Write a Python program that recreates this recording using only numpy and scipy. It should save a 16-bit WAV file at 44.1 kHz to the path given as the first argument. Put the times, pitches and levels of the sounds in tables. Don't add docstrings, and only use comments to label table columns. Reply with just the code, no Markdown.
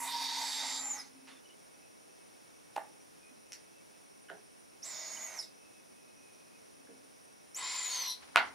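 import sys
import numpy as np
from scipy import signal
from scipy.fft import rfft, irfft, next_fast_len
from scipy.io import wavfile

SR = 44100
rng = np.random.default_rng(int(sys.argv[2]) if len(sys.argv) > 2 else 0)


def log_audio(samples):
    frames = np.atleast_2d(samples).T
    limited = np.clip(frames, -1, 1)
    pcm = np.round(limited * 32767).astype(np.int16)
    wavfile.write(sys.argv[1], SR, pcm)


def invert_db(x):
    u = np.asarray(x, float) / 20
    return 10 ** u


N = 376613

# time in seconds, pitch in Hz, level in dB.
WHISTLES = [
    [(0.372, 5300, -51), (0.386, 6000, -34), (0.41, 7800, -49.5), (0.6, 7400, -46), (0.88, 7220, -39),
     (0.925, 6970, -35), (0.965, 6110, -51), (0.995, 5140, -40), (1.04, 4850, -71)],
    [(4.819, 4890, -56), (4.829, 5360, -42), (4.858, 7800, -47.5), (4.93, 6780, -44), (5.191, 6620, -45),
     (5.231, 6730, -40.5), (5.365, 6200, -53.5), (5.392, 5420, -34.5), (5.414, 4790, -39)],
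    [(7.539, 5300, -69), (7.547, 5560, -37.5), (7.572, 7740, -36.5), (7.612, 7650, -59), (7.63, 7210, -41),
     (7.804, 7220, -38), (7.87, 6920, -38), (8.06, 5846, -40), (8.125, 5700, -41)],
]
# dB under the tone at 6 kHz, dB lost per kHz of pitch.
OCTAVES = [(-22, 9), (-21, 4.5), (-15, 10.5)]
# width in Hz, steady share.
WHISTLE_BLURS = [(100, 1.0), (170, .45), (95, .8)]
CALL_PAN_DB = [-2, -3.5, 0.3]

# start in seconds, length in seconds, windpipe in Hz at start and at end, pan in dB.
BREATHS = [
    (0.0, 0.78, 958.3, 898, -2.5),
    (.38, 0.69, 853, 830, -3.5),
    (4.815, 0.636, 626, 630, -4),
    (7.542, 0.58, 1022, 1004, 1.7),
]
# windpipe, chest, throat and bill in dB.
VOICES = [(-43, -45.5, -39.5, -49.5), (-56.5, -50, -44.5, -53), (-62, -52, -49, -63),
          (-52, -44.5, -44, -56)]
# windpipe, chest, throat and bill in dB.
SWELLS = [(-8, -1, -2.5, -4.5), (-2.5, 2, -9.5, -6.5), (1.5, 3.5, -7.5, 6), (0.5, 0, 2.5, 2)]
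# throat delay in seconds, first spit at the bill in dB,
# windpipe ring width in Hz, attack in seconds.
OPENINGS = [(0.09, 8, 43, .033), (0.058, 6, 27, 0.031), (0.017, 13, 48, 0.038), (0.018, 8.5, 52, 0.033)]
# time in seconds, Hz, share.
GAPES = [
    [(0.0, 3500, .05), (.1, 3700, 0.063), (.74, 3700, 0.11), (.79, 3900, 0.6)],
    [(.38, 5260, .06), (1.08, 5000, .06)],
    [(4.81, 5000, 0.067), (4.9, 5250, 0.24), (5.1, 5190, 0.24), (5.25, 5300, 0.036), (5.48, 5000, 0.036)],
    [(7.535, 4650, .1), (7.7, 4030, 0.12), (7.85, 4096, 0.22), (7.98, 4540, 0.47), (8.03, 4270, 0.32),
     (8.07, 4050, 0.49), (8.17, 4000, 0.92)],
]
# time in seconds, throat, windpipe and bill in dB.
EFFORTS = [
    [(0, -1.5, -2, 0.5), (.23, 0.5, 0, 0), (.3, 2, -2, -1.5), (.42, 1, 0, 1), (.48, 0.5, -3, -1),
     (.6, 1, -1, -1), (.77, 0.5, 1.5, 1), (.8, -6, -3, -1), (.83, -12, -3, -5)],
    [(.38, -0.5, 3, -1), (.8, -1, -2.5, 2), (.87, -2, 8, 0), (.97, -3, 1, 3), (1.0, -1, -4, 1),
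     (1.04, -8, -11, -12)],
    [(4.81, 3, 1, -6), (4.88, -3.5, -1.5, 0), (4.95, 3.5, -2, 2), (5.09, 2, 4, -1), (5.13, -0.5, -2, 2),
     (5.25, -3.5, 2.5, -2), (5.36, -3, 2, 2), (5.4, -3, -2, -4), (5.45, 0, -5, -6)],
    [(7.54, -11, -14, 7), (7.6, 0.5, 0, -6), (7.63, 0.5, -1, -5), (7.69, 3, 5, 0.5), (7.75, 1, 2, -1),
     (7.85, -0.5, -4.5, 5), (7.96, 2, -1.5, 0), (8.1, -1, 1.5, -0.5), (8.15, -3, -11, -2)],
]
# time in seconds, length in seconds, gain in dB.
SURGES = [(0.019, 0.014, 4), (0.075, 0.026, 7), (0.149, 0.013, 8.5), (0.228, 0.022, 7), (0.323, 0.018, 3),
          (0.4, 0.042, 9), (0.638, 0.015, 12), (0.715, 0.028, 4.5), (5.077, 0.027, 0), (5.123, .012, 6),
          (5.207, .015, 2), (7.633, 0.022, 10.5), (8.122, 0.016, 0)]
# Hz, width in Hz, level in dB.
CHESTS = [
    [(840, 320, -5.5), (1390, 730, -14), (1904, 400, 1.5), (2530, 720, -7), (2920, 340, -7)],
    [(780, 590, 10), (1250, 1000, -0.5), (2130, 370, 12), (2500, 290, -12), (2600, 750, -3)],
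    [(790, 480, 14), (1250, 1300, -0.5), (2020, 540, 16), (2350, 130, 11), (2720, 400, -11)],
    [(740, 770, -6), (1560, 780, -13.5), (2090, 340, 2), (2650, 490, -16), (2950, 250, -3.5)],
]
THROATS = [
    [(3700, 480, 6), (4426, 210, 5), (4850, 680, 5), (5780, 610, -6), (6600, 170, 2)],
    [(3830, 1200, -8.5), (4500, 600, -6), (5300, 290, -0.5), (6220, 440, 3.5)],
    [(3610, 310, -1.5), (4340, 380, -2), (5250, 480, 4.5), (6030, 360, 0)],
    [(3600, 720, 1), (4360, 320, 1.5), (5000, 1000, 0), (6330, 530, -8)],
]
BILLS = [
    [(7400, 2800, 8.5), (8620, 1600, 9.5), (9880, 550, 11), (13000, 1500, 2), (14300, 2200, -9)],
    [(7250, 1300, 13), (8700, 1050, 10), (9800, 2400, 9.5), (12300, 1100, -1), (13900, 900, -4)],
    [(7000, 890, 11), (8550, 1050, 4), (9500, 1200, 8), (12300, 970, -1), (13300, 650, -10)],
    [(7450, 990, 4.5), (9100, 1500, 3), (10900, 1200, -3), (11500, 1100, -23), (14200, 900, -28)],
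]

# time in seconds, peak in dB, pan in dB.
SNAPS = [(1.276, -56, -1), (2.720, -58, -1.1), (2.7642, -17, -2), (3.521, -35, -.8), (4.285, -52, -3),
         (4.300, -32, -5), (4.304, -33, -3.5), (6.872, -52, -5), (6.8875, -60, -1), (8.346, -27, 5),
         (8.3597, -0.5, -1.2), (3.31, -55, -6), (5.14, -54.5, -10), (2.7765, -18.5, -1.5),
         (2.7800, -18, -2)]
# Hz, level in dB, t60 in ms, echo in dB.
BODIES = [
    [(2310, 7.5, 1.5, 20), (1120, -5, 6.9, 13), (6000, 1.5, 1.4, 12)],
    [(3000, -2, 3, -3)],
    [(844, -3, 24, -9), (613, -18.5, 24, 4.5), (1140, -16, 18, -0.5), (1720, -13.5, 7.7, -2.5),
     (2190, -7, 2.4, -6), (7800, -2, 0.29, -7.5)],
    [(5640, 4.5, 3.3, 3), (2600, 10.5, 1.5, -1.5), (9500, -1, 2.4, -7.5)],
    [(1570, 0, 13, 15), (2970, -1.5, 29, 0.5)],
    [(1500, 3.5, 7.5, -14), (2950, -5.5, 3.4, -6)],
    [(563, 2.5, 8.3, 3), (430, -17.5, 57, 7), (197, -15.5, 24, 4.5)],
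    [(1670, 1.5, 12, -10)],
    [(452, 8, 55, 9.5), (275, 11.5, 93, 1.5)],
    [(1400, -5, 3.1, 12)],
    [(1380, 6, 3.57, -5.5), (980, -19.5, 3.5, 13.5), (2160, 4.5, 2.16, -2), (3400, -17, 1.36, 1.5),
     (4550, -27, 0.88, -1), (8050, -11, 0.92, -20)],
    [(268, 2, 84, -7)],
    [(245, -1.5, 74, 4)],
    [(780, 0, 8.4, -24)],
    [(820, 2.5, 11, -17.5), (1800, -16, 10, -13)],
]
# delay in ms, level in dB.
ECHOES = [(2.8, -6.5), (4.1, -5.5), (9.6, -2), (11.0, -10), (15.0, -38), (17.0, -7)]
# low edge in Hz, high edge in Hz, t60 in seconds, level in dB.
PEN = [(155, 480, 0.37, 0.5), (660, 1220, 0.28, 7.5), (1310, 2240, 0.25, 10.5), (2286, 3460, 0.2, 10.5),
       (5260, 17000, 0.15, 10.5), (9040, 9500, 0.077, 19.5), (3650, 5130, 0.2, 10.5)]

# start in seconds, length in seconds, rustle in dB, push of air in dB.
WINGS = [
    (.45, 0.76, -90, -71.5),
    (2.55, .3, -90, -80),
    (3.4, .3, -90, -80),
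    (4.9, 0.4, -90, -76),
    (7.6, 0.68, -90, -77),
    (8.047, 0.46, -58.5, -75),
    (8.332, 0.27, -53.5, -65),
    (8.345, 0.05, -90, -55),
]
# Hz, width in Hz, level in dB.
FEATHERS = [(696, 590, 5), (1630, 1400, 0), (3200, 3700, -3.5)]
# start in seconds, length in seconds, level in dB, pan in dB.
SCUFFS = [
    (1.269, 0.15, -57.5, -4),
    (9.7, 0.034, -55, 0),
    (2.759, 0.013, -40.5, -1),
]
# Hz, width in Hz, level in dB.
GRAVEL = [(900, 640, 5), (2300, 1200, 1), (4200, 2200, -4), (7500, 3300, -15)]

# start in seconds, length in seconds,
# start in Hz, end in Hz, level in dB.
CHIRPS = [(1.3, 0.05, 3500, 3560, -62), (1.35, 0.055, 3560, 3520, -63), (1.435, 0.045, 2990, 2950, -62),
          (1.47, 0.09, 2980, 2970, -62), (5.164, .016, 2900, 3020, -46), (5.418, .03, 4050, 3700, -55),
          (5.42, .028, 5450, 5100, -51), (1.0, .03, 3950, 3650, -59), (5.33, .09, 980, 880, -57),
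          (8.072, .05, 11900, 10500, -46), (8.075, .06, 11500, 10600, -50), (8.1, .045, 11000, 10400, -52),
          (5.395, .035, 10400, 9000, -54), (5.425, .02, 8200, 7300, -58), (5.345, .045, 12700, 11700, -61),
          (5.19, .07, 3500, 3450, -62)]
# start in seconds, length in seconds, start in Hz, end in Hz, level in dB.
CRICKET_PHRASES = [
    (3.19, 0.14, 2480, 2500, -67.5),
    (3.72, 0.12, 2680, 2600, -72),
    (5.569, 0.314, 2630, 2530, -72.5),
    (5.75, .07, 2650, 2500, -76),
    (5.802, 0.77, 2523, 2510, -73),
    (6.5, 0.096, 2500, 2530, -70.5),
    (6.85, 0.14, 2550, 2650, -84),
    (7.25, 0.44, 2660, 2600, -100),
]
# start in seconds, length in seconds, level in dB.
BUZZES = [
    (0.0, 1.41, -60),
    (6.662, 0.52, -67),
    (8.287, 0.321, -60.5),
]
# Hz, width in Hz, level in dB, flicker in dB.
INSECTS = [(2232, 38, -80.5, -0.5), (5410, 290, -74, 0.5), (5810, 48, -76, -2.5), (9360, 140, -77, 3.5),
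           (9620, 940, -68.5, 0.5)]
# Hz, dB per Hz.
AIR = [(15, -49), (25, -36), (48, -12.5), (280, 1), (537, -0.5), (599, -1), (1210, -6.5), (2520, -7),
       (2970, -9), (4710, -10.5), (5700, -7), (7890, -15), (9540, -17), (15100, -19), (16400, -21)]
WIDE = [(15, -57), (25, -22), (48, -28), (131, -10), (238, -5), (398, -5.5), (456, -6), (1550, -17.5),
        (2520, -23), (4110, -29.5), (9800, -30.5), (14700, -37), (16400, -24)]

AIR_DB, WIDE_DB = -61, -58
BUZZ_HZ, BUZZ_WAVER_DB, BUZZ_FADE_S = 266.3, 0.7, 0.1
CRICKET_HZ, CRICKET_DB, CRICKET_WAVER_DB = 2585, -76.5, 2.5
STAGGER_POWER = 1.28
CHEST_LEAD_S = 0.081
SAG_POWER = 0.7
RELEASE_DB_PER_S, SPIT_S, CLOSED_DB = 516, 0.079, -20.5
STREAK_SHARE, STREAK_HZ = 0.8, 65
THROAT_PATCH_DB, BILL_PATCH_DB, PATCH_HZ = 1.1, 2.5, 7
PUSH_HZ, PUSH_FLOOR_HZ = 120, 60
ECHO_FLOOR_HZ = 1190
TOP_HZ = 15750


def rms_one(x):
    return x / np.sqrt(np.mean(np.abs(x) ** 2) + 1e-20)


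def wander(hz, size):
    r = np.exp(-2 * np.pi * hz / SR)
    white = rng.standard_normal((size // SR + 1) * SR + SR // 2)
    smooth = signal.lfilter([1], [1, -2 * r, r * r], white)
    return rms_one(smooth[SR // 2:SR // 2 + size])


def unroll(rows):
    s, *columns = np.transpose(rows)
    at = np.arange(max(round(s[0] * SR), 0), min(round(s[-1] * SR), N))
    since_start = at + SR * (at[0] == 0) - at[0]
    inside = np.minimum(since_start, at[-1] - at)
    fade = np.clip(inside / (0.0089 * SR), 0, 1)
    return at[0], fade, [np.interp(at / SR, s, c) for c in columns]


def unsteady(hz, width_hz, steady):
    tumble = wander(width_hz, size=len(hz)) + 1j * wander(width_hz, size=len(hz))
    return rms_one(steady + tumble) * np.exp(2j * np.pi * np.cumsum(hz) / SR)


def resonate(x, modes):
    out = 0
    for k, (hz, width_hz, db) in enumerate(modes):
        r = np.exp(-np.pi * 1.55 * width_hz / SR)
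        b = (1 - r * r) / 2 * np.array([1, 0, -1])
        a = [1, -2 * r * np.cos(2 * np.pi * hz / SR), r * r]
        twice = signal.lfilter(b, a, signal.lfilter(b, a, x))
        out = out + (-1) ** k * invert_db(db) * twice
    return out


def highpass(x, floor_hz):
    return signal.sosfilt(signal.butter(2, floor_hz, "high", fs=SR, output="sos"), x)


def add(out, at, sound, pan_db):
    sound = sound[..., :N - at]
    out[:, at:at + sound.shape[-1]] += sound * invert_db(np.array([[pan_db / 2], [-pan_db / 2]]))


def owlets(echo):
    direct = np.zeros((2, N))
    for k, pan_db in enumerate(CALL_PAN_DB):
        add(direct, *whistle(WHISTLES[k], *OCTAVES[k], WHISTLE_BLURS[k]), pan_db)
    for k, row in enumerate(BREATHS):
        add(direct, *breath(k), row[-1])
    reflected = signal.oaconvolve(highpass(direct, ECHO_FLOOR_HZ), echo, axes=1)[:, :N]
    return invert_db(-5.0) * direct + invert_db(-12.0) * reflected


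def breath(k):
    start, length, first_hz, last_hz, _ = BREATHS[k]
    late_s, spit_db, ring_hz, attack_s = OPENINGS[k]
    chest, throat, bill = CHESTS[k], THROATS[k], BILLS[k]
    at, fade, (age,) = unroll([(start, 0), (start + length + .1, length + .1)])
    done, t = np.minimum(age / length, 1), start + age

    attack_db = CLOSED_DB * np.clip(1 - age / attack_s, 0, 1) * (start > 0)
    shape_db = attack_db - RELEASE_DB_PER_S * np.maximum(age - length, 0)
    pipe_db, chest_db, throat_db, bill_db = (shape_db + db + gain_db * done
                                             for db, gain_db in zip(VOICES[k], SWELLS[k]))
    when, throat_more_db, pipe_more_db, bill_more_db = np.transpose(EFFORTS[k])
    pipe_db = pipe_db + sum(db * np.exp(-((t - s) / width_s) ** 2) for s, width_s, db in SURGES)
    pipe_db = pipe_db + np.interp(t, when, pipe_more_db)
    chest_db = chest_db - RELEASE_DB_PER_S / 2 * np.maximum(age - length + CHEST_LEAD_S, 0)
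    throat_db = throat_db + np.interp(t, when, throat_more_db)
    bill_db = bill_db + np.interp(t, when, bill_more_db) + spit_db * np.exp(-(age / SPIT_S) ** 2)
    opens = []
    for hz, _, _ in throat:
        delay_s = late_s * (hz / throat[0][0]) ** STAGGER_POWER
        opens.append(invert_db(CLOSED_DB * np.clip(1 - age / delay_s, 0, 1)))

    gusts = invert_db(1.3 * wander(163, size=len(fade)))
    air = rng.standard_normal((3, 2 * SR))[:, :len(fade)] * gusts
    folds_hz = np.geomspace(1300, 6500, 16) * rng.uniform(.96, 1.04, 16)
    air = air + STREAK_SHARE * resonate(air, [(hz, STREAK_HZ, 0) for hz in folds_hz])

    pipe_hz = first_hz + (last_hz - first_hz) * done ** SAG_POWER
    pipe = unsteady(pipe_hz, width_hz=ring_hz, steady=0.55).real
    pipe = pipe + 0.39 * unsteady(pipe_hz, width_hz=164, steady=0).real
    s, gape_hz, share = np.transpose(GAPES[k])
    gape = np.interp(t, s, share) * unsteady(np.interp(t, s, gape_hz), width_hz=120, steady=0).real

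    low = rms_one(pipe) * invert_db(pipe_db + 2.86) + rms_one(resonate(air[0], chest)) * invert_db(chest_db)
    hiss = patchy(air[1], throat, opens, THROAT_PATCH_DB)
    middle = rms_one(opens[0] * gape + hiss) * invert_db(throat_db + 3.0)
    high = rms_one(patchy(air[2], bill, np.ones(len(bill)), BILL_PATCH_DB)) * invert_db(bill_db + 3.0)
    return at, fade * (low + middle + high)


def patchy(x, modes, opens, depth_db):
    out = 0
    for k, mode in enumerate(modes):
        swell = invert_db(depth_db * wander(PATCH_HZ, size=len(x)))
        out = out + (-1) ** k * opens[k] * swell * resonate(x, [mode])
    return out


def whistle(rows, octave_db, tilt_db, blur):
    at, fade, (hz, db) = unroll(rows)
    tone = unsteady(hz * (1 + 0.0046 * wander(102, size=len(hz))), *blur)
    partner = unsteady(hz, width_hz=180, steady=0.2) + 0.62 * unsteady(hz, width_hz=720, steady=0)
    octave = tone * partner * invert_db(octave_db - tilt_db * (hz / 1000 - 6.0))
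    return at, fade * invert_db(db + 4.5) * (tone + octave).real


def snaps(echo):
    out, t = np.zeros((2, N)), np.arange(SR // 10) / SR
    for (s, peak_db, pan_db), body in zip(SNAPS, BODIES):
        for hz, part_db, t60_ms, echo_db in body:
            decay = invert_db(np.maximum(peak_db + part_db - 60000 * t / t60_ms, -200))
            ring = -decay * np.sin(2 * np.pi * hz * t) * (1 - np.exp(-2.5 * hz * t))
            pole = np.exp(-2.6 * hz / SR)
            ring = signal.lfilter([1, -2, 1], [1, -2 * pole, pole * pole], ring)
            add(out, round(s * SR), ring, pan_db)
            add(out, round(s * SR), invert_db(echo_db) * signal.fftconvolve(ring[None], echo, axes=1), pan_db)
    return out


def pen_echo():
    t = np.arange(SR // 2) / SR
    shared, apart = rng.standard_normal((2, len(t)))
    noise = shared + .55 * apart * np.array([[1], [-1]])
    echo = np.zeros((2, len(t)))
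    for low_hz, high_hz, t60_s, db in PEN:
        band = signal.sosfilt(signal.butter(2, [low_hz, high_hz], "band", fs=SR, output="sos"), noise)
        echo += band * invert_db(db - 27 - 60 * t / t60_s) * np.clip((t - .009) / 0.00091, 0, 1)
    for ms, db in ECHOES:
        echo[:, round(ms * SR / 1000)] += invert_db(db - 4.5)
    return echo


def wings():
    out = np.zeros((2, N))
    for s, length, rustle_db, push_db in WINGS:
        size = round(length * SR)
        rustle = rms_one(resonate(rng.standard_normal((2, size)), FEATHERS))
        rustle = rustle * invert_db(rustle_db + 2.5 * wander(30, size=size))
        push = invert_db(push_db) * np.array([wander(PUSH_HZ, size=size), wander(PUSH_HZ, size=size)])
        add(out, round(s * SR), np.hanning(size) * (rustle + highpass(push, PUSH_FLOOR_HZ)), .6)
    return out


def scuffs():
    out = np.zeros((2, N))
    for s, length, db, pan_db in SCUFFS:
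        t = np.arange(round(length * SR)) / SR
        shape = np.clip(t / 0.0055, 0, 1) * (1 - t / length)
        rush = rms_one(resonate(rng.standard_normal(len(t)), GRAVEL)) * invert_db(db + 1.3 * wander(80, size=len(t)))
        add(out, round(s * SR), shape * rush, pan_db)
    return out


def glides(rows, gain_db, width_hz, steady):
    out = np.zeros((2, N))
    for s, length, start_hz, end_hz, db in rows:
        hz = np.linspace(start_hz, end_hz, round(length * SR))
        tone = unsteady(hz, width_hz, steady).real
        add(out, round(s * SR), invert_db(db + gain_db) * np.hanning(len(hz)) ** .5 * tone, -.5)
    return out


def songbirds():
    return glides(CHIRPS, gain_db=0, width_hz=100, steady=1.2)


def cricket():
    out = glides(CRICKET_PHRASES, gain_db=5.0, width_hz=37, steady=0.98)
    trill = unsteady(np.full(N, CRICKET_HZ), width_hz=45, steady=0.3).real
    add(out, 0, invert_db(CRICKET_DB + CRICKET_WAVER_DB * wander(6.0, size=N)) * trill, -.5)
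    return out


def buzz():
    out = np.zeros((2, N))
    for s, length, db in BUZZES:
        t = np.arange(round(length * SR)) / SR
        fade = np.clip(np.minimum(t + (s == 0), length - t) / BUZZ_FADE_S, 0, 1)
        drone = unsteady(np.full(len(t), BUZZ_HZ), width_hz=16, steady=2.6).real
        level = invert_db(db + 0.5 + BUZZ_WAVER_DB * wander(23, size=len(t)))
        add(out, round(s * SR), fade * level * drone, -1.2)
    return out


def background():
    middle = invert_db(AIR_DB - 3.5 + .5 * wander(3, size=N)) * coloured(AIR)
    for hz, width_hz, db, flicker_db in INSECTS:
        band = rms_one(resonate(rng.standard_normal(N), [(hz, width_hz, 0)]))
        middle = middle + invert_db(db + flicker_db * wander(12.0, size=N)) * band
    side = invert_db(WIDE_DB) * coloured(WIDE)
    return np.array([middle + side, middle - side]) * invert_db(np.array([[-.3], [.3]]))


def coloured(spectrum):
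    hz, db = np.transpose(spectrum)
    size = next_fast_len(N)
    grid_hz = np.maximum(np.fft.rfftfreq(size, 1 / SR), 1)
    gain = invert_db(np.interp(np.log(grid_hz), np.log(hz), db))
    return rms_one(irfft(rfft(rng.standard_normal(size)) * gain, size)[:N])


def scene():
    echo = pen_echo()
    birds = owlets(echo) + snaps(echo) + wings() + scuffs()
    return birds + songbirds() + cricket() + buzz() + background()


def top_cut(x):
    return signal.sosfilt(signal.butter(12, 16570, fs=SR, output="sos"), x)


def record(dry):
    mix = signal.sosfilt(signal.ellip(10, .5, 70, TOP_HZ, fs=SR, output="sos"), dry)
    return top_cut(mix)


dry = scene()
out = record(dry)
log_audio(out)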